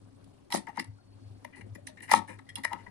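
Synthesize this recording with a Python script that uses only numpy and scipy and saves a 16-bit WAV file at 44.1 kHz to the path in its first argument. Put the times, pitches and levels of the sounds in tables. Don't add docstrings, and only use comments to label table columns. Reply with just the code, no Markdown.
import sys
import numpy as np
from scipy import signal
from scipy.fft import rfft, irfft, next_fast_len
from scipy.io import wavfile

SR = 44100
rng = np.random.default_rng(int(sys.argv[2]) if len(sys.argv) > 2 else 0)


def elevation(decibels):
    levels = np.asarray(decibels, float)
    return 10 ** (levels / 20)


def pcm_store(signal):
    levels = np.round(np.clip(np.atleast_2d(signal), -1, 1) * 32767)
    wavfile.write(sys.argv[1], SR, levels.astype(np.int16).T)


N = 127890
SPAN = 4096
SHELL_LIKENESS = 0.97

# (frequency [Hz], level [dB])
TOY_BALANCE = [(60, -9), (250, 12), (900, 11.5), (2100, 12), (4000, -3), (8500, -5.5), (10500, -29),
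               (13000, -57)]
ROOM_BALANCE = [(60, 4.5), (250, 6), (1300, 5.5), (8000, -1), (11500, -31.5), (15000, -59)]


def rms_one(x):
    return x / np.sqrt(np.mean(x ** 2) + 1e-20)


def at_hz(points, hz):
    table_hz, value = np.transpose(points)
    return np.interp(np.log(hz), np.log(table_hz), value)


def drift(rate_hz):
    r = np.exp(-80 * np.pi * rate_hz / SR)
    slow = signal.lfilter([1], [1, -2 * r, r * r], rng.standard_normal(N // 40 + 2002))[2000:]
    return np.interp(np.arange(N) / 40, np.arange(len(slow)), rms_one(slow - slow.mean()))


def ring(push, hz, t60_s):
    r, w = elevation(-60 / (t60_s * SR)), 2 * np.pi * hz / SR
    return signal.lfilter([0, np.sin(w)], [1, -2 * r * np.cos(w), r * r], push + 1e-18)


def peak(x, hz, width_hz):
    r = np.exp(-np.pi * width_hz / SR)
    zeros = np.array([1, 0, -1]) * (1 - r * r) / 2
    poles = [1, -2 * r * np.cos(2 * np.pi * hz / SR), r * r]
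    return signal.lfilter(zeros, poles, x + 1e-18)


def band(x, low_hz, high_hz):
    return signal.sosfilt(signal.butter(2, [low_hz, high_hz], "band", fs=SR, output="sos"), x)


def pair(noise, likeness):
    c = np.clip(likeness, 0, 1)
    common = np.sqrt((1 + c) / 2) * noise[0]
    opposed = np.sqrt((1 - c) / 2) * noise[1]
    return common + opposed * [[1], [-1]]


def ports(x, balance):
    left_lag_s = 0.0009827
    size = next_fast_len(N + 4096)
    hz = np.arange(size // 2 + 1) * SR / size + 1e-3
    db = at_hz(balance, hz)
    left = elevation(np.minimum(db, db / 2)) * np.exp(-2j * np.pi * hz * left_lag_s)
    right = elevation(-np.maximum(db / 2, 0))
    return irfft(rfft(x, size) * np.array([left, right]), size)[:, :N]


def room(x):
    t60_s, wall_cut_hz = 0.22, 13000
    size = next_fast_len(N + SR // 2)
    delay = np.exp(-2j * np.pi * np.arange(size // 2 + 1) / size)
    turn = np.log(delay)
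    dull = np.exp(-2 * np.pi * wall_cut_hz / SR)
    echoes = np.zeros((2, size // 2 + 1), complex)
    lags = (rng.uniform(0.004, 0.03, 16) * SR).astype(int)
    for k, lag in enumerate(lags):
        decay = elevation(-60 * lag / SR / t60_s)
        loop = decay * (1 - dull) / (1 - dull * delay) * np.exp(lag * turn)
        echoes[k % 2] += (-1) ** (k // 2) * loop / (1 - loop)
    return irfft(echoes * rfft(x.mean(axis=0), size), size)[:, :N]


def hum():
    # (time [s], level [dB])
    tone_swell = [(0, -56.5), (.38, -63), (.47, -70.5), (.58, -61), (.76, -63.5), (0.901, -47.5),
                  (1.0, -67.5), (1.17, -59.5), (1.27, -49.5), (1.388, -52), (1.46, -65.5), (1.7, -56.5),
                  (1.881, -55.5), (1.97, -73), (2.15, -55.5), (2.33, -52.5), (2.421, -64.5), (2.9, -60.5)]
    # (time [s], level [dB])
    whine_swell = [(0, -12), (.9, -10), (1.05, 0), (1.38, 0), (1.5, -9), (2.7, -8), (2.85, 0)]
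    tone_hz, wander_hz, flicker_db = 101.6, 0.98, 5
    drone_hz, drone_width_hz, drone_db = 269.5, 27.2, -63.5
    whine_hz, whine_width_hz, whine_db = 4460, 50, -76
    t = np.arange(N) / SR
    tone_db = np.interp(t, *np.transpose(tone_swell)) + flicker_db * drift(10.5)
    phase = 2 * np.pi * np.cumsum(tone_hz + wander_hz * drift(9.5)) / SR
    tone = np.sqrt(2) * elevation(tone_db) * np.sin(phase)
    white = rng.standard_normal((2, N))
    drone = peak(peak(white[0], drone_hz, drone_width_hz), drone_hz, drone_width_hz)
    whine = peak(peak(white[1], whine_hz, whine_width_hz), whine_hz, whine_width_hz)
    whine_db = whine_db + np.interp(t, *np.transpose(whine_swell))
    return tone + elevation(drone_db) * rms_one(drone) + elevation(whine_db) * rms_one(whine)


def air():
    # (frequency [Hz], level [dB per Hz])
    colour = [(20, -20), (70, -13.5), (250, -15.5), (600, -24.5), (2000, -39), (7000, -38.5),
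              (11000, -47.5), (15500, -62)]
    # (frequency [Hz], share common to both ports [0-1])
    likeness = [(50, 0.1), (100, 1), (250, 0.54), (800, 0.06), (2000, 0.024)]
    level_db, patchy_db = -62.5, 2.5
    hiss, together = 0, drift(1.5)
    edges_hz = 18 * 2 ** np.arange(0, 10.1, 0.5)
    white = rng.standard_normal((2, 2, N))
    for k, (low, high) in enumerate(zip(edges_hz, edges_hz[1:])):
        hz = np.sqrt(low * high)
        flicker_db = patchy_db * (0.45 * together + drift(42.0))
        noise = pair(band(white[k % 2], low, high), at_hz(likeness, hz))
        hiss = hiss + elevation(at_hz(colour, hz) + flicker_db) * noise
    hiss = elevation(level_db) * rms_one(hiss)
    hiss = hiss + elevation(10) * peak(hiss, 10040, 1040)
    return 0.39 * hiss + signal.sosfilt(signal.butter(6, 8540, fs=SR, output="sos"), hiss)


def body(modes, rows, column, likeness):
    slip_spread_db, strike_spread_db = 3.0, 3.0
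    t = np.arange(1, SPAN + 1) / SR
    strike_db = strike_spread_db * rng.standard_normal((len(rows), len(modes)))
    shape = (len(rows), 2, SPAN)
    slips = elevation(slip_spread_db * rng.exponential(1, shape)) * rng.standard_normal(shape)
    pushes = []
    for row, noise in zip(rows, slips):
        chatter_s = np.clip(row[-1], 0.1, 30) / 1000
        envelope = (1 - np.exp(-t / chatter_s)) * np.exp(-t / chatter_s)
        pushes.append(pair(noise, likeness) * envelope)
    starts = np.array(pushes)[:, :, :SPAN // 2]
    out = 0
    for k, (hz, mode_db, t60_s) in enumerate(modes):
        train = np.zeros((2, N + SPAN))
        heights = np.abs(ring(starts, hz, t60_s)).max(axis=2).mean(axis=1)
        for row, own_db, push, height in zip(rows, strike_db[:, k], pushes, heights):
            first = int(row[0] * SR)
            train[:, first:first + SPAN] += elevation(row[column] + own_db) * push / height
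        out = out + (-1) ** k * elevation(mode_db) * ring(train[:, :N], hz, t60_s)
    return out


def table_thuds():
    # (time [s], level [dB], chatter [ms])
    thuds = [(0.537, -26, 4.56), (0.557, -35, 13.3), (0.675, -45.5, 3.3), (0.777, -39, 10),
             (1.451, -56.5, 9.5), (1.568, -49, 69), (1.65, -48, 13), (1.746, -46, 11.6), (1.802, -68, 8.1),
             (1.856, -57, 30), (2.003, -54, 31), (2.112, -32.5, 17.5), (2.138, -34, 26), (2.278, -44, 18.6),
             (2.574, -44, 8.8), (2.723, -44.5, 11.3), (2.87, -52, 7.1)]
    # (frequency [Hz], level [dB], t60 [s])
    modes = [(160, -7, .07), (210, 0.0, .07), (270, -5, .07), (330, -6, .06), (450, -9, .04),
             (560, -9, .04)]
    return band(body(modes, thuds, 1, SHELL_LIKENESS), 185, 620)


def twangs():
    # (time [s], frequency [Hz], level [dB], t60 [s])
    flicks = [(0.16, 8460, -61, 0.065), (0.522, 5430, -31, 0.028), (0.79, 4660, -32, 0.061),
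              (0.797, 5300, -33.5, 0.034), (0.984, 1407, -65, 0.11), (2.466, 1970, -65, 0.16),
              (2.489, 1927, -42, 0.09), (2.49, 3270, -46.5, 0.091), (2.49, 5350, -52, 0.081),
              (2.557, 2810, -35.5, 0.033), (2.556, 3375, -34, 0.039), (2.559, 4000, -43.5, 0.07),
              (2.555, 5300, -44, 0.069), (2.556, 9430, -27, .022), (2.556, 10000, -31, .018),
              (2.636, 1950, -33.5, 0.078), (2.634, 9650, -37, 0.017), (1.445, 596, -45, 0.097),
              (1.78, 580, -48, 0.12), (1.89, 613, -50, 0.16), (2.29, 518, -43.5, .12),
              (1.445, 6340, -50, .02), (1.75, 7080, -54, 0.026), (1.751, 10230, -61, 0.016),
              (1.867, 2500, -50, .03), (1.868, 6020, -43, 0.061), (1.97, 7500, -52, 0.038)]
    rise_cycles, wobble = 1.3, 0.39
    out, t = np.zeros(N + 2 * SPAN), np.arange(2 * SPAN) / SR
    waver = 1 + wobble * drift(70.0)
    for time_s, hz, db, t60_s in flicks:
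        first = int(time_s * SR)
        swell = 1 - np.exp(-t * hz / rise_cycles)
        out[first:first + 2 * SPAN] += elevation(db - 60 * t / t60_s) * swell * np.sin(2 * np.pi * hz * t)
    return out[:N] * waver


def battery_contacts():
    # (time [s], hollow knock [dB], wall ring [dB], tab crack [dB], chatter [ms])
    snap_home = [
        (2.075, -60, -40, -62, 6.0),
        (2.090, -31, -35, -48, 5.0),
        (2.104, -38, -31, -43, 3.0),
        (2.1130, -10, -14, -25, .6),
        (2.119, -18, -23, -27, 2.0),
        (2.127, -17, -30, -34, 1.5),
        (2.1356, -0.5, -12, -21, .35),
        (2.146, -23, -31, -33, 3.0),
        (2.155, -31, -35, -35, 4.0),
        (2.165, -31, -39, -39, 8.0),
    ]
    snaps = [(0.242, -79, -89, -62.5, 0.41), (0.502, -36.5, -43.5, -50.5, 1.1),
             (0.522, -27, -36.5, -31.5, 1.21), (0.541, -15.5, -42, -31, 1.4),
             (0.548, -29, -35.5, -34, 0.39), (0.554, -23, -29.5, -37.5, 2.1),
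             (0.668, -41, -35.5, -59, 0.67), (0.672, -34, -37, -61, 2.4), (0.77, -33, -33, -53, 0.35),
             (0.773, -22.5, -37, -54.5, 0.62), (0.79, -35, -31.5, -53.5, 3.8),
             (0.795, -31, -24, -40.5, 1.25), (0.843, -50, -83, -52, 0.66), (1.445, -35, -36, -54, 1.76),
             (1.748, -47.5, -45, -56.5, 4.9), (1.869, -68, -35, -42, 1.66), (2.002, -57, -41, -61, 2),
             (2.386, -40.5, -43.5, -62, 4), (2.558, -93, -77, -43.5, 1.7), (2.634, -42, -34.5, -44.5, 2.5),
             (2.643, -28, -23, -41, 0.67), (2.648, -20, -20.5, -33, 0.68), (2.72, -32.5, -44, -64, 2.5),
             (2.73, -26, -30.5, -43.5, 0.76)]
    scrapes = [(0.508, -34, -47, -44.5, 11), (0.531, -27.5, -42, -34, 4), (0.56, -34, -40.5, -37.5, 10.6),
               (0.678, -35, -43, -59.5, 9.3), (0.734, -54, -58, -65.5, 30), (0.754, -52, -48, -60, 8.9),
               (0.778, -39, -32.5, -56, 2.8), (0.802, -57, -68, -48, 6.2), (1.522, -68, -44.5, -71, 34),
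               (1.554, -53.5, -49, -59, 22), (1.607, -45.5, -42, -59.5, 4.3), (1.874, -49, -57, -49, 8.3),
               (1.969, -57, -43.5, -66.5, 8.9), (2.019, -50.5, -41.5, -54, 14.4),
               (2.079, -46, -35.5, -68, 46), (2.273, -42.5, -40.5, -57.5, 24.4),
               (2.464, -62, -62.5, -68.5, 19), (2.489, -71, -41, -56.5, 4.6), (2.562, -38, -42, -48, 15.8),
               (2.704, -30.5, -46, -63, 21), (2.779, -52.5, -49.5, -69, 22), (2.861, -43.5, -44, -84, 6.5)]
    return snap_home + snaps + scrapes


def hollow_knock(contacts):
    # (frequency [Hz], level [dB], t60 [s])
    modes = [(600, -15, .03), (725, -10, .022), (830, -2, .026), (952, 0.0, .03), (1095, -9, .022),
             (1285, -8, .022), (1480, -16, .015)]
    return elevation(-6.5) * band(body(modes, contacts, 1, SHELL_LIKENESS), 500, 1500)


def wall_ring(contacts):
    # (frequency [Hz], level [dB], t60 [s])
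    modes = [(1720, -7, .02), (1860, -3, .022), (1975, -1, .022), (2150, -7, .018), (2390, -9, .016),
             (2600, -13, .014), (2830, -11, .018)]
    return elevation(-3.0) * band(body(modes, contacts, 2, SHELL_LIKENESS), 1450, 3000)


def tab_crack(contacts):
    # (frequency [Hz], level [dB], t60 [s])
    modes = [(3740, -30, 0.0033), (3836, -0.5, 0.0042), (4480, -4, 0.02), (5290, 1.5, 0.0022),
             (6450, -1, 0.005), (7000, 2.5, 0.001), (8200, -2.5, 0.0039), (9680, 12, 0.0016),
             (9484, 13, 0.0029), (12060, -11.5, 0.0002), (13900, -17, 0.0011)]
    rattle_ms, tab_likeness = 1.2, 0.75
    rattles = [(*row[:-1], row[-1] + rattle_ms) for row in contacts]
    return elevation(1.5) * band(body(modes, rattles, 3, tab_likeness), 1200, 17000)


def scene():
    room_db = -21
    background = hum() + air()
    contacts = battery_contacts()
    toy = table_thuds() + twangs()
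    toy = toy + hollow_knock(contacts) + wall_ring(contacts) + tab_crack(contacts)
    return ports(background, ROOM_BALANCE) + ports(toy + elevation(room_db) * room(toy), TOY_BALANCE)


def roll_off(x):
    return signal.sosfilt(signal.butter(12, 16280, fs=SR, output="sos"), x)


def record(dry):
    mix = signal.sosfilt(signal.cheby2(12, 70, 16200, fs=SR, output="sos"), dry)
    return roll_off(mix)


dry = scene()
out = record(dry)
pcm_store(out)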